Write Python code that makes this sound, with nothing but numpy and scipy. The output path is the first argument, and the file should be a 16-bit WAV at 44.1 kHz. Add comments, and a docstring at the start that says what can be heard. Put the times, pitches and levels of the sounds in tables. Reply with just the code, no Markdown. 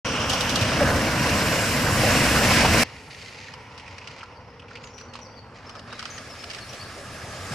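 """A flooded ford on a damp lane: a car rolls up, charges through the water and sweeps past in sheets of spray.
A hard cut leads to the calm ford, where a second car rolls down the lane and eases into the water.
The cars are shaped noise with pattering drops, the slaps and grit are ragged bursts with ringing knocks,
the bird is a bending near-sine with echoes, and narrow noise bands hum behind."""
import sys
import numpy as np
from scipy import signal
from scipy.io import wavfile
from scipy.ndimage import uniform_filter1d

SR = 44100
rng = np.random.default_rng(int(sys.argv[2]) if len(sys.argv) > 2 else 0)


def unload_audio(sound):
    """Save the sound as a 16-bit wav file, at the path given as the first command line argument."""
    columns = np.transpose(np.atleast_2d(sound))
    # keep every value between -1 and 1, then stretch to whole-number steps
    steps = np.round(np.clip(columns, -1, 1) * 32767)
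    wavfile.write(sys.argv[1], SR, steps.astype(np.int16))


N = 332514  # length [samples]

# Colours, here and below, set only the balance of pitches; each layer's loudness is set elsewhere.
# Loudness of near car, far car: (time [s], low roar [dB], spray [dB], fine mist [dB])
CAR_LEVELS = ([(0.05, -31.5, -29.5, -54.5), (0.45, -31.5, -28.5, -44), (0.72, -27.5, -27.5, -45),
               (0.84, -24, -28, -41), (0.97, -24.5, -29.5, -39.5), (1.15, -27, -29, -41),
               (1.27, -25.5, -26, -37.5), (1.4, -26, -27, -37), (1.68, -28.5, -26.5, -34),
               (1.9, -25, -28.5, -35.5), (2.05, -24.5, -24, -32), (2.44, -23, -23, -31.5),
               (2.56, -22, -19.5, -32.5), (2.69, -22.5, -23.5, -34.5), (2.83, -23.5, -19.5, -28.5)],
               [(2.84, -47.5, -42.5, -62.5), (3.2, -50, -58, -58), (3.56, -48.5, -50, -68),
               (3.9, -49.5, -50.5, -70), (4.6, -48.5, -57, -80), (5.45, -48.5, -57.5, -76),
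               (5.85, -48, -56, -71), (6.1, -48, -46, -58), (6.7, -46.5, -45.5, -53), (7.0, -45, -46, -52),
               (7.42, -42.5, -42, -49), (7.54, -40, -39.5, -43.5)])
# The sound starts, then cuts from near car to far car: (start [s], cut [s])
START_AND_CUT = (.046, 2.836)
# Middle of each car's turn from damp road to water: (near car [s], far car [s])
INTO_WATER = (0.59, 5.67)
# Engine and tyre rumble, near car, far car: (pitch [Hz], level per Hz [dB])
RUMBLE_COLOURS = ([(25, -59), (59, 0), (103, 3), (172, -1.5), (243, 1), (360, -8), (400, -35), (880, -120)],
                   [(25, -32), (96, 4), (141, -5), (172, -8), (237, -8.5), (263, -7.5), (400, -19),
                   (880, -120)])
# Tyres rolling on damp road, near car, far car: (pitch [Hz], level per Hz [dB])
ROLL_COLOURS = ([(190, -46), (330, -18), (399, -9.5), (511, 2), (701, -6), (948, -4.5), (1530, -4),
                 (1970, -15), (2200, -34), (2860, -33), (4840, -120)], [(190, -37), (330, -17), (457, 5.5),
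                 (680, -4.5), (904, 1.5), (1240, -4), (1380, -1), (1540, -7), (2860, -28.5), (4840, -120)])
# Churned water, near car, far car: (pitch [Hz], level per Hz [dB])
CHURN_COLOURS = ([(190, -12.5), (330, -19), (399, -11.5), (540, -2.5), (862, -11), (1000, -6), (1330, -11),
                  (1560, -6), (2200, -24.5), (4840, -120)], [(190, -14), (330, -10), (580, -3), (941, -9.5),
                  (1030, -10), (1220, -2.5), (1490, -11.5), (1690, -2.5), (2200, -40), (4840, -120)])
# Loudness relative to the rumble, near car, far car: (rolling [dB], churning [dB])
LEVELS_OVER_RUMBLE = ((2.5, 0.04), (0, 3))
# Hiss of tyres on damp road, near car, far car: (pitch [Hz], level per Hz [dB])
HISS_COLOURS = ([(1120, -11.5), (1900, -6.5), (2880, 1.5), (3780, -12.5), (4500, -11), (5690, -4),
                 (7000, -18.5), (9100, -21), (15400, -120)], [(1120, -33), (1900, 1.5), (2800, -2),
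                 (3700, -13), (5570, -8.5), (7000, -31), (15400, -120)])
# Thrown spray, near car, far car: (pitch [Hz], level per Hz [dB])
SPRAY_COLOURS = ([(1120, -16.5), (1900, -2.5), (2750, -3), (3390, -10.5), (4300, -10), (5450, -7),
                  (6350, -13.5), (7000, -20), (9100, -20.5), (15400, -120)], [(1120, -30), (1900, -2),
                  (2250, -2), (3930, -8.5), (5360, -4), (7000, -28), (9100, -20), (15400, -120)])
# Fine mist, near car, far car: (pitch [Hz], level per Hz [dB])
MIST_COLOURS = ([(3710, -39), (6300, -10.5), (7440, -5), (8060, -9.5), (12800, -13.5), (15800, -28.5)],
                 [(3710, -26), (6300, -1.5), (10700, -9), (12600, -17.5), (14300, -25), (15200, -43),
                 (15800, -59)])
# Likeness of left and right in the rushing noise: (pitch [Hz], correlation [0-1])
STEREO_LIKENESS = [(60, .987), (380, .982), (950, 0.94), (2400, 0.72), (6000, .45), (15000, 0.49)]
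# Left-right balance of the rushing noise: (pitch [Hz], left over right [dB])
STEREO_BALANCE = [(60, .8), (450, .5), (1500, -2.3), (4970, .3), (15000, 0)]
# Phase by which left leads in the rushing noise: (pitch [Hz], lead [rad])
STEREO_LEAD = [(300, 0), (2900, .5), (4700, -.3), (9500, .5)]

# Slaps of water on tyres and body: (time [s], fizz [dB], thud pitch [Hz], thud [dB])
WATER_SLAPS = [(.295, -22.5, 895, -27), (.33, -24.5, 910, -24), (.405, -24.5, 900, -42),
               (.492, -25, 900, -51), (.555, -23, 900, -47), (.61, -25, 110, -17), (.96, -31.5, 114, -19),
               (2.03, -35, 537, -17.5), (2.508, -37, 1020, -22), (6.73, -41, 550, -38),
               (7.508, -50, 138, -26.5)]
# Fizz of the slaps: (pitch [Hz], level per Hz [dB])
FIZZ_COLOUR = [(1500, -39), (3000, 16), (4200, 9.5), (5500, 12), (8500, -0.5), (13000, -7.5), (16000, -41)]
SLAP_SHARPNESS = 1.7  # low, for broad thuds: pitch over width of each resonator

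# Crunches of grit: (time [s], snap [dB], knock pitch [Hz], knock [dB])
GRIT_CRUNCHES = [(3.4835, -53, 1900, -37.5), (3.5352, -41, 950, -41), (3.777, -39, 915, -49),
                 (3.796, -44, 2680, -44), (3.861, -49, 2480, -45), (3.876, -44, 2290, -38),
                 (3.981, -41, 2520, -41), (4.012, -49, 2500, -41), (4.0411, -50, 2500, -44),
                 (4.0726, -36.5, 2680, -41), (4.108, -44, 2600, -44), (4.162, -50, 2200, -47),
                 (4.1869, -43, 2540, -50), (4.207, -52, 2660, -40), (4.2295, -44, 1390, -33.5),
                 (4.595, -52, 2830, -44), (4.6199, -60, 2770, -48), (4.681, -58, 2480, -45),
                 (4.707, -53, 1420, -39), (4.7532, -46, 2530, -36), (4.77, -51, 2650, -42),
                 (4.837, -41.5, 2920, -53), (4.8706, -49, 3000, -54), (4.979, -41, 2780, -54),
                 (5.009, -46, 1500, -42), (5.134, -37, 1110, -48), (5.1527, -38, 1120, -36),
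                 (5.188, -45, 1040, -42), (5.6925, -40, 1180, -43), (5.752, -42.5, 1180, -35.5),
                 (5.7918, -44, 1330, -50), (5.9254, -39, 1390, -32), (5.9918, -29.5, 1730, -32.5),
                 (6.0248, -38, 1300, -33), (6.0534, -31, 1360, -32), (6.178, -36.5, 1690, -35.5),
                 (6.4373, -38, 1220, -38), (6.499, -33.5, 1760, -40), (6.509, -34, 1400, -39),
                 (6.532, -35, 1240, -40), (6.545, -32, 1500, -40), (6.583, -36, 1670, -38)]
# Snaps of the crunches: (pitch [Hz], level per Hz [dB])
CRUNCH_COLOUR = [(710, -32), (1200, 3), (2200, 3), (2950, 8.5), (3500, 1.5), (5200, 6.5), (7090, -11),
                 (8600, -7.5), (9400, -19.5), (11000, -21), (15500, -77)]
# Scuffs of feet on grit: (start [s], length [s], level [dB])
FOOT_SCUFFS = [(2.825, 0.25, -51.5), (3.091, 0.39, -44.5), (3.692, 0.22, -55.5), (3.893, 0.33, -53.5),
               (4.095, 0.034, -54.5), (4.672, 0.15, -53.5), (4.835, 0.041, -56), (4.97, 0.035, -53),
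               (5.13, 0.058, -52), (5.534, 0.22, -52), (5.866, 0.24, -47), (6.33, 0.091, -50),
               (6.484, 0.095, -47), (6.69, 0.074, -51)]
# Crackle of the scuffs: (pitch [Hz], level per Hz [dB])
SCUFF_COLOUR = [(1100, -21.5), (1900, 0.5), (2800, 0), (3500, -8), (4800, -4.5), (7000, -15), (15500, -68)]
SCUFF_RISE_S, SCUFF_FADE_DB_PER_S = 0.027, 139

# Bird notes: (start [s], length [s], first pitch [Hz], middle pitch [Hz], last pitch [Hz], level [dB])
BIRD_NOTES = [(4.34, 0.057, 4430, 4620, 4400, -65), (4.455, 0.086, 5420, 5050, 5300, -69),
              (4.743, .035, 4700, 4560, 4420, -60), (4.823, 0.064, 7250, 6650, 5900, -57),
              (4.902, .022, 5330, 5400, 5500, -61), (4.92, 0.11, 5620, 5840, 5830, -53),
              (5.076, 0.059, 4600, 4450, 4400, -62), (5.21, 0.033, 6020, 5770, 5630, -53),
              (5.238, 0.045, 6300, 4760, 4540, -55), (5.335, .022, 3200, 3400, 3720, -60),
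              (5.308, 0.026, 4650, 4680, 4750, -58), (5.348, 0.056, 4840, 4600, 4300, -52),
              (5.66, 0.027, 5420, 5330, 5330, -55), (5.699, 0.019, 5400, 5250, 5300, -53),
              (5.757, 0.039, 5340, 5220, 5100, -57), (5.777, .02, 4840, 4750, 4700, -55),
              (5.898, 0.085, 3700, 3870, 3950, -54), (6.098, 0.031, 7100, 6100, 6470, -44.5),
              (6.121, 0.078, 6150, 6560, 4520, -49.5), (6.29, 0.059, 5750, 5200, 4850, -50),
              (6.382, 0.05, 5000, 5350, 4800, -53), (6.6, 0.043, 4400, 4400, 4150, -48.5),
              (6.681, 0.028, 5300, 5700, 6250, -49), (6.699, 0.019, 6130, 5440, 6000, -48),
              (6.787, 0.055, 4040, 4520, 4330, -45), (6.84, 0.034, 4330, 4380, 4520, -59)]
# Short booms under the near car, faint long drones later: (start [s], end [s], pitch [Hz], width [Hz], level [dB])
HUM_BANDS = [(.803, 0.856, 554, 84, -23.5), (.865, 0.926, 567, 210, -26), (2.644, 2.665, 767, 380, -18.5),
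             (3.348, 4.6, 962, 230, -53.5), (4.2, 5.599, 490, 92, -55), (4.303, 6.696, 239, 16, -57.5)]
BAND_LIMIT_HZ = 15850


def car(k, start, end, drop_share, lumpy_db):
    """Rumble, rolling and hiss that turn into churned water and spray, with landing drops and mist."""
    count, t = end - start, np.arange(start, end) / SR
    s, *columns = np.transpose(CAR_LEVELS[k])
    roar_db, spray_db, mist_db = (np.interp(t, s, column) for column in columns)
    roll_gain, churn_gain = gain_of(LEVELS_OVER_RUMBLE[k])

    # equal-power crossfade from road to water over half a second
    angle = np.clip((t - INTO_WATER[k]) / 0.5 + 0.5, 0, 1) * np.pi / 2
    on_road, in_water = np.cos(angle), np.sin(angle)

    rumble = rush(RUMBLE_COLOURS[k], count, patchy_db=-0.3, flicker_db=0.23, size=2048)
    roll = rush(ROLL_COLOURS[k], count, patchy_db=1.04, flicker_db=1.37, size=1024)
    churn = rush(CHURN_COLOURS[k], count, patchy_db=lumpy_db, flicker_db=0.65)
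    roar = rumble + roll_gain * on_road * roll + churn_gain * in_water * churn

    hiss = rush(HISS_COLOURS[k], count, patchy_db=0.8, flicker_db=0.9)
    spray = rush(SPRAY_COLOURS[k], count, patchy_db=0.8, flicker_db=0.9)
    drops = drop_share * patter(SPRAY_COLOURS[k], count, per_s=2500, spread_db=4)
    splash = on_road * hiss + in_water * spray + drops

    droplets = drop_share * patter(MIST_COLOURS[k], count, per_s=2500, spread_db=4)
    mist = rush(MIST_COLOURS[k], count, patchy_db=2.1, flicker_db=0.5) + droplets
    return gain_of(roar_db) * roar + gain_of(spray_db) * splash + gain_of(mist_db) * mist


def water_slaps():
    """Water slapping tyres and body: a fizzing burst over a broad, quickly dying thud."""
    return bursts(WATER_SLAPS, FIZZ_COLOUR, rise=0.0024, hold=0.0035, t60=0.13,
                  sharpness=SLAP_SHARPNESS, side_db=-0.5)


def grit():
    """Single crunches, and the crackle of scuffs that rise quickly, hold and die away."""
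    t, drag = np.arange(N) / SR, np.zeros(N)
    for s, length, db in FOOT_SCUFFS:
        fade_db = SCUFF_FADE_DB_PER_S * np.maximum(t - s - length, 0)
        drag += np.clip((t - s) / SCUFF_RISE_S, 0, 1) * gain_of(db - fade_db)
    crackle = patter(SCUFF_COLOUR, N, per_s=1500, spread_db=4.2)
    crunches = bursts(GRIT_CRUNCHES, CRUNCH_COLOUR, rise=0.002, hold=0.005, t60=0.045,
                      sharpness=2.6, side_db=-1.5)
    return crunches + drag * crackle


def bird():
    """Near-sine notes bend through three pitches with a slight flutter, smeared by echoes off the trees."""
    song = np.zeros(N)
    for s, length, first_hz, middle_hz, last_hz, db in BIRD_NOTES:
        u = np.linspace(0, 1, round(length * SR))
        # a parabola through the three pitches
        bend_hz = 4 * middle_hz - 2 * first_hz - 2 * last_hz
        hz = first_hz + (last_hz - first_hz) * u + bend_hz * u * (1 - u)
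        # smoothing shrinks both noises to about a twelfth
        flutter, throb = uniform_filter1d(rng.standard_normal((2, len(u))), size=150, axis=1)
        phase = 2 * np.pi * np.cumsum(hz * (1 + 0.09 * flutter)) / SR
        tone = np.sqrt(2) * np.sin(phase)
        wavering = gain_of(55 * throb)
        add(song, s, tone * gain_of(db) * wavering * signal.windows.tukey(len(u), 0.55))

    t = np.arange(SR // 3) / SR
    echoes = rng.standard_normal((2, len(t))) * gain_of(-60 * t / 0.5) * (t > 0.006)
    echoes *= gain_of(-2.5) / np.linalg.norm(echoes[0])
    return panned(song, 6.6) + signal.oaconvolve(song[None], echoes, axes=1)[:, :N]


def hum():
    """Narrow bands of noise that waver and swell in and out: slow noise carried on a cosine and a sine."""
    out = np.zeros((2, N))
    for start, end, hz, width, db in HUM_BANDS:
        t = np.arange(round((end - start) * SR)) / SR
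        r = np.exp(-np.pi * width / SR)
        slow = signal.lfilter([1], np.convolve([1, -r], [1, -r]), rng.standard_normal((2, len(t))))
        slow /= np.sqrt(np.hypot(*slow) + 1e-9)  # steadier than plain noise
        tone = slow[0] * np.cos(2 * np.pi * hz * t) + slow[1] * np.sin(2 * np.pi * hz * t)
        swell = signal.windows.tukey(len(t), 0.5)
        add(out, start, panned(gain_of(db) * evened(tone) * swell, 0.3))
    return out


def rush(colour, count, patchy_db, flicker_db, size=512):
    """Stereo noise with drifting patches and a flicker shared by all pitches, rms 1."""
    frames, hz = count * 4 // size + 5, np.fft.rfftfreq(size, 1 / SR)
    a, b, c, d, patches = rng.standard_normal((frames, len(hz), 5)).T
    patches = uniform_filter1d(patches, size=8, axis=0)  # across pitch
    patches = evened(uniform_filter1d(patches, size=16, axis=1))  # across time
    flicker = evened(uniform_filter1d(rng.standard_normal(frames), size=5))

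    same = np.clip(read(STEREO_LIKENESS, hz), 0, 1)[:, None]
    left, other = a + 1j * b, c + 1j * d
    lag = np.exp(-1j * read(STEREO_LEAD, hz))[:, None]
    right = (same * left + np.sqrt(1 - same ** 2) * other) * lag

    channel_gains = panned(gain_of(read(colour, hz)), read(STEREO_BALANCE, hz))
    spectra = channel_gains[..., None] * np.array([left, right])
    spectra *= gain_of(patchy_db * patches + flicker_db * flicker)
    return evened(signal.istft(spectra, nperseg=size, noverlap=size * 3 // 4)[1][:, :count])


def patter(colour, count, per_s, spread_db):
    """Sparse clicks of uneven size, each landing at one of a dozen spots with its own reflections, rms 1."""
    size = gain_of(spread_db * np.minimum(rng.exponential(1, count), 4))
    clicks = size * (rng.random(count) < per_s / SR)
    spot, out = rng.integers(0, 12, count), np.zeros((2, count))
    t = np.arange(900) / SR
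    for place in range(12):
        a, b = rng.standard_normal((2, len(t)))
        reflections = np.array([a + 0.22 * b, a - 0.58 * b]) * gain_of(-60 * t / 0.033)
        out += signal.oaconvolve((clicks * (spot == place))[None], reflections, axes=1)[:, :count]
    return evened(coloured(out, colour))


def bursts(rows, colour, rise, hold, t60, sharpness, side_db):
    """Each event is a ragged noise burst, held briefly and dying, with a short hollow knock."""
    snaps, knocks = np.zeros((2, N)), np.zeros((2, N))
    t = np.arange(0, hold + t60, 1 / SR)
    fade_db = -60 * np.maximum(t - hold, 0) / t60
    shape = panned(np.minimum(t / rise, 1) * gain_of(fade_db), side_db)
    for s, db, hz, knock_db in rows:
        a, b, lumps = rng.standard_normal((3, len(t)))
        lumps = gain_of(3 * evened(uniform_filter1d(lumps, size=90)))
        ragged = evened(np.array([a + 0.69 * b, a - 0.74 * b]) * lumps)
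        add(snaps, s, ragged * shape * gain_of(db))

        r = np.exp(-np.pi * hz / sharpness / SR)
        hollow = [1, -2 * r * np.cos(2 * np.pi * hz / SR), r * r]
        ring = signal.lfilter([1, 0, -1], hollow, a)
        ring = signal.lfilter([1], hollow, ring)  # a second pass, for steep skirts
        add(knocks, s, evened(ring * shape) * np.std(shape) * gain_of(knock_db))
    return coloured(snaps, colour) + knocks


def coloured(x, colour):
    """Filters by a spectrum in minimum phase, so clicks do not ring ahead of themselves."""
    hz = abs(np.fft.fftfreq(2048, 1 / SR))
    log_gain = np.log(gain_of(np.maximum(read(colour, hz), -90)))
    taps = np.fft.ifft(np.exp(np.conj(signal.hilbert(log_gain)))).real[:1024]
    return signal.oaconvolve(x, taps[None] / np.linalg.norm(taps), axes=1)[:, :x.shape[1]]


def gain_of(db):
    """Decibels to a factor."""
    return 10 ** (np.asarray(db) / 20)


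def evened(x):
    """Scaled to rms 1."""
    return x / np.sqrt(np.mean(x ** 2) + 1e-20)


def read(points, hz):
    """Reads a table over log frequency."""
    f, value = np.transpose(points)
    return np.interp(np.log(hz + 1), np.log(f + 1), value)


def add(mix, s, sound):
    """Mixes a sound in at s seconds."""
    part = mix[..., round(s * SR):][..., :sound.shape[-1]]
    part += sound[..., :part.shape[-1]]


def panned(x, db):
    """Two channels, left louder by db."""
    return np.array([x * gain_of(db / 2), x * gain_of(-db / 2)])


def scene():
    """A moment without cars, the near car, a hard cut, the far car; slaps, grit, bird and hums on top."""
    start, cut = (round(s * SR) for s in START_AND_CUT)
    near = car(0, start, cut, drop_share=0.14, lumpy_db=1.3)
    far = car(1, cut, N, drop_share=0.068, lumpy_db=1.8)
    near[:, :200] *= np.linspace(0, 1, 200)  # soft start
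    cars = np.hstack([np.zeros((2, start)), near, far])
    return cars + water_slaps() + grit() + bird() + hum()


def record(dry):
    """Removes the treble above the band limit with a steep low-pass."""
    low_pass = signal.firwin(511, BAND_LIMIT_HZ, window=("kaiser", 9), fs=SR)
    return signal.oaconvolve(dry, low_pass[None], "same")


dry = scene()
out = record(dry)
unload_audio(out)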